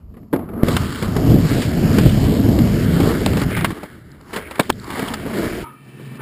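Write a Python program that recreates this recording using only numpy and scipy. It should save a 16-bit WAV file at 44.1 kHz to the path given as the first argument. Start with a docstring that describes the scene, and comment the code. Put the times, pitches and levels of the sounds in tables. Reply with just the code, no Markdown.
"""A skateboard on rough concrete, heard from a second board that follows: it pops, scrapes and lands. Stones
shake the ground, deck, wheels and grit, each a bank of resonances driven by random bumps. Blows, ticks, tail
scrapes and a ringing truck are shaped noise or bumps; landings push the microphone. From 5.645 s the bass thins
to a rising drone, with faint narrow bands above it. The sound is held in 12 kHz steps, which mirrors it around
6 and 12 kHz, and the hardest landing clips."""
import sys
import numpy as np
from scipy import signal
from scipy.io import wavfile
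from scipy.ndimage import uniform_filter1d

SR = 44100
rng = np.random.default_rng(int(sys.argv[2]) if len(sys.argv) > 2 else 0)


def boost(x):
    """Linear amplitude factor 10**(x/20) for a level x in decibels (scalar or array-like)."""
    u = np.asarray(x, float) / 20
    return 10 ** u


def generate_wav(sig):
    """Save sig (samples, or channels by samples) to the path in sys.argv[1] as 16-bit PCM at SR."""
    pcm = np.round(np.clip(np.atleast_2d(sig).T, -1, 1) * 32767).astype(np.int16)
    wavfile.write(sys.argv[1], SR, pcm)


N = 274213  # samples, 6.2 s
DRONE_FROM_S = 5.645  # the drone and thin bands begin


def unit(x):
    """Scale to rms 1."""
    return x / np.sqrt(np.mean(x ** 2))


def ring(x, modes):
    """Sum of steep resonances, each filtered twice, neighbours in opposite phase."""
    out = 0
    for k, (hz, width, db) in enumerate(modes):
        b, a = signal.iirpeak(hz, hz / width, SR)
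        once = signal.lfilter(b, a, x)
        out = out + (-1) ** k * boost(db) * signal.lfilter(b, a, once)
    return out


def walk(rate):
    """Random levels held 1 / rate s and slewed twice; spread near 1, extremes rounded off."""
    hold = int(SR / rate)
    steps = np.repeat(rng.standard_normal(N // hold + 1), hold)
    slewed = uniform_filter1d(uniform_filter1d(steps, hold), hold)[:N]
    return 2 * np.tanh(0.65 * slewed)


def stones(rate, spread_db):
    """Random bumps under a wheel, most small, a few large; the wheel cannot climb the largest."""
    met = rng.random(N) < rate / SR
    size = np.minimum(rng.exponential(size=N), 4.0)
    sign = rng.choice([-1., 1.], N)
    return unit(met * sign * boost(spread_db * size))


def sweep(x, modes, centre_hz, db_per_octave, flicker_db):
    """Resonances lean towards a centre, fixed or moving, or away from it if the slope is negative.
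    Each flickers alone; total power is evened out."""
    gains = []
    for hz, _, _ in modes:
        lean_db = db_per_octave * np.abs(np.log2(hz / centre_hz))
        gains.append(boost(flicker_db * walk(12) - lean_db))
    gains = np.array(gains)
    parts = np.array([(-1) ** k * ring(x, [mode]) for k, mode in enumerate(modes)])
    power = np.mean(parts ** 2, axis=1, keepdims=True)
    return np.sum(gains * parts, axis=0) / np.sqrt(np.sum(gains ** 2 * power, axis=0))


def add(out, s, db, modes, contact, rise, fall):
    """A rattle of contacts that swells and dies, scaled by its loudest 6 ms."""
    t = np.arange(len(contact)) / SR
    swell = np.sin(np.pi / 2 * np.minimum(t / rise, 1)) ** 2
    decay = np.exp(-(t - rise).clip(0) / fall)
    part = ring(contact * swell * decay, modes)
    loudest = np.sqrt(uniform_filter1d(part ** 2, size=264).max())
    start = int(s * SR)
    out[start:start + len(t)] += boost(db) * part / loudest


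# stretches of concrete under the wheels: from t/s, grit against wheels level/dB,
# wheels peak f/Hz, narrowing/(dB/octave), rider's deck peak f/Hz
GROUND_STRETCHES = [(0, -8, 1090, 30, 230), (.33, -24, 1117, 31, 308), (.635, -4.5, 1380, 10, 294),
                    (1.17, -2, 1500, 4.5, 260), (2.85, -6, 1300, 5.5, 355), (3.4, -5.5, 1250, 16, 274),
                    (3.51, -15, 1930, 11, 286), (3.66, -10, 1250, 9.5, 270), (3.74, -10, 1250, 10.5, 303),
                    (4.3, -10, 1300, 9, 314), (4.4, -16, 1620, 7, 420), (4.62, -3.5, 1410, 8, 230),
                    (4.85, -11.5, 1400, 6, 310), (5.25, -9, 1430, 5.5, 315), (5.643, -20, 1300, 3, 300),
                    (5.72, -8.5, 1470, 2, 220), (6.18, -25, 1050, 10, 240)]


def surface(t):
    """The columns of the ground that is under the wheels at time t."""
    s, *columns = np.array(GROUND_STRETCHES).T
    at = np.maximum(np.searchsorted(s, t) - 1, 0)
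    return [c[at] for c in columns]


# resonances of ground, deck, wheels and grit, and of the later drone: # f/Hz, width of one of the two filter
# passes/Hz, relative level/dB
GROUND_MODES = [(35.4, 54, -12), (60.7, 67, -7.5), (105.5, 75, -3), (171.6, 94, -4)]
DECK_MODES = [(218.3, 73.5, 0), (270.5, 78, -3.5), (341.4, 95, -3.5), (427.2, 97.4, -5), (576, 299, -8),
              (661, 260, -5.5)]
WHEEL_MODES = [(933, 923, -1), (1250, 480, 1), (1654, 910, -1.5), (2313, 450, -2.5), (2590, 1530, -7.5)]
GRIT_MODES = [(2445, 730, -9.5), (3085, 750, -3), (4150, 1950, -4.5), (5160, 3640, -7)]
DRONE_MODES = [(60, 54, -36), (133, 19, 4.5), (189, 29, -10)]
# the board that carries the microphone: t/s, load on the wheels level/dB
FOLLOWER_LOAD = [(0, -43.5), (.3, -49.5), (.335, -26), (.39, -38), (.475, -32), (.62, -39), (.645, -21),
                 (.7, -24), (.89, -19), (.96, -42), (1.03, -27.5), (1.08, -21), (1.17, -17), (1.37, -8.5),
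                 (1.41, -14.5), (1.455, -12.5), (1.49, -26), (1.52, -10.5), (1.6, -19.5), (1.635, -26),
                 (1.665, -9.5), (1.72, -17), (1.77, -19), (1.8, -15.5), (2.085, -14), (2.115, -15.5),
                 (2.15, -13.5), (2.38, -17), (2.48, -14), (2.645, -10), (2.67, -21), (2.71, -11),
                 (2.92, -17.5), (3.02, -16.5), (3.08, -21), (3.44, -18), (3.52, -26.5), (3.58, -21),
                 (3.68, -21.5), (3.73, -25), (3.745, -56), (3.78, -44), (3.9, -45.5), (4.1, -42.5),
                 (4.28, -49.5), (4.32, -38), (4.5, -61), (4.72, -35), (4.95, -39), (5.25, -35.5),
                 (5.45, -36), (5.64, -43)]
# the rider's board heard from there: t/s, weight on the deck level/dB, grind of the wheels level/dB
RIDER_ROLL = [(0, -55, -60.5), (.055, -68, -65.5), (.13, -48, -64), (.24, -44, -64), (.29, -52, -65),
              (.325, -48, -62), (0.333, -18, -28), (.385, -28, -42.5), (.475, -35.5, -45),
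              (.525, -31.5, -45.5), (.63, -25.5, -37.5), (.696, -16, -29), (.8, -39, -30.5),
              (.9, -30.5, -33), (1.02, -35, -34), (1.16, -45, -34.5), (1.18, -17, -35), (1.37, -22, -34),
              (1.47, -35, -32), (1.53, -20.5, -28), (1.59, -17, -31.5), (1.63, -29, -28),
              (1.72, -23.5, -35.5), (1.97, -17, -30.5), (2.2, -36, -33), (2.4, -18.5, -34.5),
              (2.63, -16.5, -33.5), (2.87, -31, -33), (3.08, -18.5, -27.5), (3.2, -23, -31),
              (3.36, -25.5, -33), (3.438, -29, -27), (3.451, -34, -39), (3.52, -22, -29),
              (3.58, -39, -31.5), (3.68, -37, -32), (3.735, -38, -41.5), (3.772, -33.5, -39),
              (3.83, -41.5, -42), (4.04, -47, -53.5), (4.23, -48.5, -51.5), (4.31, -42, -39.5),
              (4.39, -34.5, -38), (4.46, -42, -42.5), (4.59, -41, -34.5), (4.655, -36.5, -42),
              (4.72, -39.5, -53), (4.85, -40, -41), (4.91, -35.5, -31), (5.03, -26, -26.5),
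              (5.08, -32, -30), (5.25, -28, -37), (5.356, -24, -30), (5.454, -18, -28), (5.51, -28, -31),
              (5.59, -27, -33.5), (5.64, -36.5, -38), (5.652, -49, -46), (5.75, -63, -56.5),
              (5.95, -45, -52.5), (6.056, -44, -47.5), (6.14, -39, -46), (6.189, -37, -42.5),
              (6.218, -41, -27)]
FOLLOWER_DECK_DB, RIDER_GROUND_DB = -5, -10.5  # how much of each board reaches the other part
FOLLOWER_DECK_HZ = 220
WHEELS_WANDER = .22  # octaves, where the narrowing is 9 dB/octave
DRONE_DB, DRONE_SWELL_DB_PER_S = -52, 39


def rolling():
    """The same stones shake ground and deck; patches of rougher concrete make all parts swell together."""
    t = np.arange(N) / SR
    load = boost(np.interp(t, *np.array(FOLLOWER_LOAD).T)) ** 2
    s, weight_db, grind_db = np.array(RIDER_ROLL).T
    weight = boost(np.interp(t, s, weight_db)) ** 2
    wheels_db = np.interp(t, s, grind_db)
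    share_db, wheels_hz, lean_db, rider_hz = (uniform_filter1d(c, size=250) for c in surface(t))

    # both boards feed ground and deck; the stronger one pulls the deck's peak towards its own
    carried = load * boost(FOLLOWER_DECK_DB) ** 2
    ground_db = 10 * np.log10(load + weight * boost(RIDER_GROUND_DB) ** 2)
    deck_db = 10 * np.log10(carried + weight)
    deck_hz = (carried * FOLLOWER_DECK_HZ + weight * rider_hz) / (carried + weight)
    grit_db = wheels_db + share_db
    wheels_hz = wheels_hz * 2 ** (WHEELS_WANDER * (9 / lean_db) ** 2 * walk(12))

    patch = walk(20) + 0.48 * walk(45) + .5 * walk(120)
    coarse = stones(900, 2.28)
    ground = unit(ring(coarse + 0.81 * rng.standard_normal(N), GROUND_MODES))
    # from here a narrow, swelling drone takes the place of the rumble
    drone = unit(ring(rng.standard_normal(N), DRONE_MODES))
    drone_db = DRONE_DB + DRONE_SWELL_DB_PER_S * (t - DRONE_FROM_S)
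    ground = np.where(t < DRONE_FROM_S, ground, drone)
    ground_db = np.where(t < DRONE_FROM_S, ground_db, drone_db)

    deck_drive = coarse + 0.68 * rng.standard_normal(N)
    deck = sweep(deck_drive, DECK_MODES, deck_hz, db_per_octave=7.0, flicker_db=2.0)
    # soft ground wakes only the modes close to the peak
    wheel_drive = stones(4000, 3.04) + 0.39 * coarse
    wheels = sweep(wheel_drive, WHEEL_MODES, wheels_hz, db_per_octave=lean_db, flicker_db=-1.0)
    # the grit leans away from its fixed centre
    grit = sweep(stones(3500, 2.45), GRIT_MODES, 3120.0, db_per_octave=-3.0, flicker_db=3.0)

    ground = boost(ground_db + 1.8 * patch + 1.5 * walk(13)) * ground
    deck = boost(deck_db + 1.5 * patch + 0.14 * walk(13)) * deck
    wheels = boost(wheels_db + 0.49 * patch + 1.0 * walk(13)) * wheels
    grit = boost(grit_db + 0.9 * patch + 0.21 * walk(22)) * grit
    return ground + deck + wheels + grit


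# air resonances at the microphone: f/Hz, width of one of the two filter passes/Hz, relative level/dB
WIND_MODES = [(35, 24, -11), (72, 41, -1)]
WIND_DB, CALM_WIND_DB = -43, -28  # mean level, and its change from 5.645 s


def wind():
    """Air passing the microphone: a low flutter of resonant noise, weaker from 5.645 s."""
    shelter_db = CALM_WIND_DB * (np.arange(N) / SR > DRONE_FROM_S)
    flutter = boost(WIND_DB + shelter_db + 5.5 * walk(6.4))
    return flutter * unit(ring(rng.standard_normal(N), WIND_MODES))


# deck resonances under a blow: f/Hz, width of one of the two filter passes/Hz, relative level/dB
KNOCK_MODES = [(235, 293, 2), (487, 257, -1), (726, 575, -3.5)]
# blows on the boards: t/s, deck level/dB, hard parts level/dB, rattle length scale t/s
BLOW_EVENTS = [(.14, -46, -51, .014), (0.168, -38, -49, .014), (0.23, -52, -61, .006),
               (0.33, -14, -36, .0042), (.335, -10, -46, 0.0075), (.361, -18.5, -29, 0.0043),
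               (.392, -23, -47, 0.007), (0.49, -32, -45, .008), (0.536, -32, -50, .006),
               (0.6327, -29, -20, 0.00079), (0.683, -16, -23, .0049), (0.765, -22, -17, 0.0053),
               (.923, -32.5, -30, 0.0066), (1.024, -21, -27, 0.0097), (1.164, -16.5, -25, 0.0057),
               (1.619, -22, -27.5, .01), (1.983, -16, -22, 0.0094), (2.588, -23, -25, 0.0024),
               (3, -16, -26, 0.008), (3.263, -12, -38, 0.0049), (3.332, -25, -30, .004),
               (3.369, -19.5, -25, 0.0093), (3.414, -18, -26.5, 0.0078), (3.564, -27, -22.5, 0.026),
               (3.609, -34, -23.5, 0.0024), (3.644, -24, -12, 0.0071), (3.703, -26, -29.5, 0.018),
               (3.831, -27, -33.5, 0.0087), (4.205, -49, -46, 0.0069), (4.33, -27, -28, 0.036),
               (4.36, -22, -25, 0.019), (4.509, -32.5, -29, 0.0081), (4.555, -46, -32.5, 0.005),
               (4.582, -29, -38, .004), (4.595, -8, -12, 0.0064), (4.6945, -21, -26.5, 0.003),
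               (4.701, -10, -12.5, 0.0022), (4.902, -31, -30.5, .0077), (4.992, -23, -26.5, 0.0059),
               (5.024, -18, -33, 0.0064), (5.078, -30, -28, 0.015), (5.136, -44, -22.5, 0.0078),
               (5.198, -49, -34, .0021), (5.262, -24, -35.5, 0.0058), (5.457, -38, -36, .0046),
               (5.996, -32.5, -50, 0.017), (6.196, -32, -53, .0057)]
KNOCK_BUILDUP_S = 0.00204
RISE_S, RISE_SHARE = .0018, 0.24  # a blow swells this long, a short one for this share of its length
BLOW_GRIT_DB, BLOW_SURFACE_SHARE = -2, 0.67  # grit against hard parts; how far the ground changes it
BLOW_LEAN_SHARE, KNOCK_LEAN_DB_PER_OCTAVE = 0.87, 6
SOFT_BLOW_DB, SOFT_DULLING = -33, 1.1  # below this level a blow loses grit, dB per dB
SOFT_TOP_HZ = 1700  # a soft blow wakes no wheel modes from here up


def blows():
    """Each blow rattles deck, wheels and grit; high parts are over sooner."""
    out = np.zeros(N + SR)
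    contacts = rng.standard_normal((len(BLOW_EVENTS), 3, SR // 8))
    for (s, deck_db, hard_db, length), (low, mid, high) in zip(BLOW_EVENTS, contacts):
        rise = min(RISE_S, RISE_SHARE * length)
        share_db, peak_hz, lean_db, deck_hz = surface(s)
        softness_db = SOFT_DULLING * min(hard_db - SOFT_BLOW_DB, 0)
        grit_db = hard_db + BLOW_GRIT_DB + BLOW_SURFACE_SHARE * share_db + softness_db
        knock = [(hz, width, db - KNOCK_LEAN_DB_PER_OCTAVE * abs(np.log2(hz / deck_hz)))
                 for hz, width, db in KNOCK_MODES]
        # soft ground dulls the modes above its peak
        lean = BLOW_LEAN_SHARE * (lean_db - 10)
        wheels = [(hz, width, db - lean * max(np.log2(hz / peak_hz), 0))
                  for hz, width, db in WHEEL_MODES]
        if hard_db < SOFT_BLOW_DB:
            wheels = [mode for mode in wheels if mode[0] < SOFT_TOP_HZ]
        # the deck's resonances build up slowly, so they start earlier to peak with the hard parts
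        add(out, s - KNOCK_BUILDUP_S, deck_db, knock, low, rise, 1.18 * length)
        add(out, s, hard_db, wheels, mid, rise, 0.94 * length)
        add(out, s, grit_db, GRIT_MODES, high, rise, 0.74 * length)
    return out[:N]


# landings felt through the microphone's board: t/s, level/dB, push and rebound length t/s
LANDINGS = [(0.6323, 5.5, 0.0048), (3.26, -15, 0.0053), (4.703, -8.5, 0.0037)]


def thumps():
    """Each landing is one push and its rebound, a single bent sine cycle."""
    out, t = np.zeros(N), np.arange(N) / SR
    for s, db, length in LANDINGS:
        u = np.clip((t - s) / length, 0, 1)
        out += boost(db) * np.sin(2 * np.pi * u ** 0.72) * np.sin(np.pi * u) ** 1.25
    return out


# bright ticks of loose hardware: t/s, level/dB, f/Hz, width of one of the two filter passes/Hz
HARDWARE_TICKS = [(0.6323, -30, 3300, 3000), (.958, -33.5, 3000, 900), (1.492, -36, 4150, 1500),
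                  (2.094, -26.5, 3120, 600), (3.261, -15.5, 3240, 2180), (3.398, -32, 4400, 1200),
                  (3.416, -31, 4160, 1500), (4.116, -49, 4700, 1500), (4.211, -50, 4500, 2000),
                  (4.606, -24.5, 3550, 1500), (4.631, -37, 3500, 500), (4.665, -45, 3500, 400),
                  (4.725, -40.5, 3520, 450), (4.797, -39, 4300, 500), (4.842, -39, 4440, 2000),
                  (5.084, -29, 3300, 350), (5.139, -29.5, 4700, 500)]


def ticks():
    """Short bright clicks of loose hardware, one resonance each, without any deck."""
    out = np.zeros(N + SR)
    contacts = rng.standard_normal((len(HARDWARE_TICKS), SR // 8))
    for (s, db, hz, width), contact in zip(HARDWARE_TICKS, contacts):
        add(out, s, db, [(hz, width, 0)], contact, rise=.0012, fall=0.0018)
    return out[:N]


# the tail dragging: t/s, length t/s, level/dB, f/Hz
TAIL_SCRAPES = [(3.514, 0.14, -30, 2130), (4.417, 0.082, -41.5, 2250), (4.825, 0.079, -42.5, 1055)]


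def scrapes():
    """The wooden tail sticks and slips over the concrete and rasps in one narrow band."""
    out, t = np.zeros(N), np.arange(N) / SR
    slips = stones(1700, 4.5) * boost(3.1 * walk(60))
    for s, length, db, hz in TAIL_SCRAPES:
        swell = np.sin(np.pi * np.clip((t - s) / length, 0, 1))
        out += boost(db) * swell * unit(ring(slips, [(hz, 450, 0)]))
    return out


# a truck left ringing: start t/s, level/dB
TRUCK_START = (5.625, -30)
# its metal modes: f/Hz, relative level/dB, time to fall 60 dB t/s
TRUCK_MODES = [(944, -2, 0.25), (1250, -5, 0.5), (1340, -6, .3), (2250, -7, 0.17)]


def truck():
    """Loose metal modes, shaken as they die away: narrow noise bands with their own decays."""
    start_s, ring_db = TRUCK_START
    t = np.arange(N) / SR - start_s
    swell = np.clip(t / 0.024, 0, 1)
    out = np.zeros(N)
    for hz, db, t60 in TRUCK_MODES:
        decay = boost(ring_db + db - 60 * t.clip(0) / t60)
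        out += decay * unit(ring(rng.standard_normal(N), [(hz, 90, 0)]))
    return swell * out


# thin bands from 5.645 s: f/Hz, width of one of the two filter passes/Hz, relative level/dB
CALM_MODES = [(1785, 130, 1), (2340, 110, 1), (2640, 200, -3), (3050, 81, -4)]
CALM_DB, CALM_SWELL_DB_PER_S, CALM_FLICKER_DB = -59, 19, 1.5


def calm():
    """Faint narrow bands, driven by random bumps, that flicker and rise along with the drone."""
    t = np.arange(N) / SR - DRONE_FROM_S
    level = boost(CALM_DB + CALM_SWELL_DB_PER_S * t.clip(0) + CALM_FLICKER_DB * walk(15))
    return (t > 0) * level * unit(ring(stones(3000, 1.8), CALM_MODES))


def scene():
    """One microphone on the following board, the same on both channels."""
    boards = rolling() + blows() + thumps() + ticks() + scrapes() + truck()
    return np.tile(boards + wind() + calm(), (2, 1))


def low_pass(x):
    """Removes everything above the highest recorded frequency."""
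    return signal.sosfilt(signal.butter(12, 16460, fs=SR, output="sos"), x)


def record(dry):
    """Keep 12000 clipped values a second, hold each for four samples, convert back and cut the top."""
    hold_hz, held_hz, top_hz = 12000, 48000, 15270
    soft = signal.sosfilt(signal.butter(8, 5600, fs=SR, output="sos"), dry)
    slow = np.clip(signal.resample_poly(soft, hold_hz, SR, axis=1), -1, 1)
    steps = np.repeat(slow, held_hz // hold_hz, axis=1)
    held = signal.resample_poly(steps, SR, held_hz, axis=1)[:, :N]
    cut = signal.sosfiltfilt(signal.ellip(8, .1, 12, top_hz, fs=SR, output="sos"), held)
    mix = np.clip(cut, -1, 1)
    return low_pass(mix)


dry = scene()
out = record(dry)
generate_wav(out)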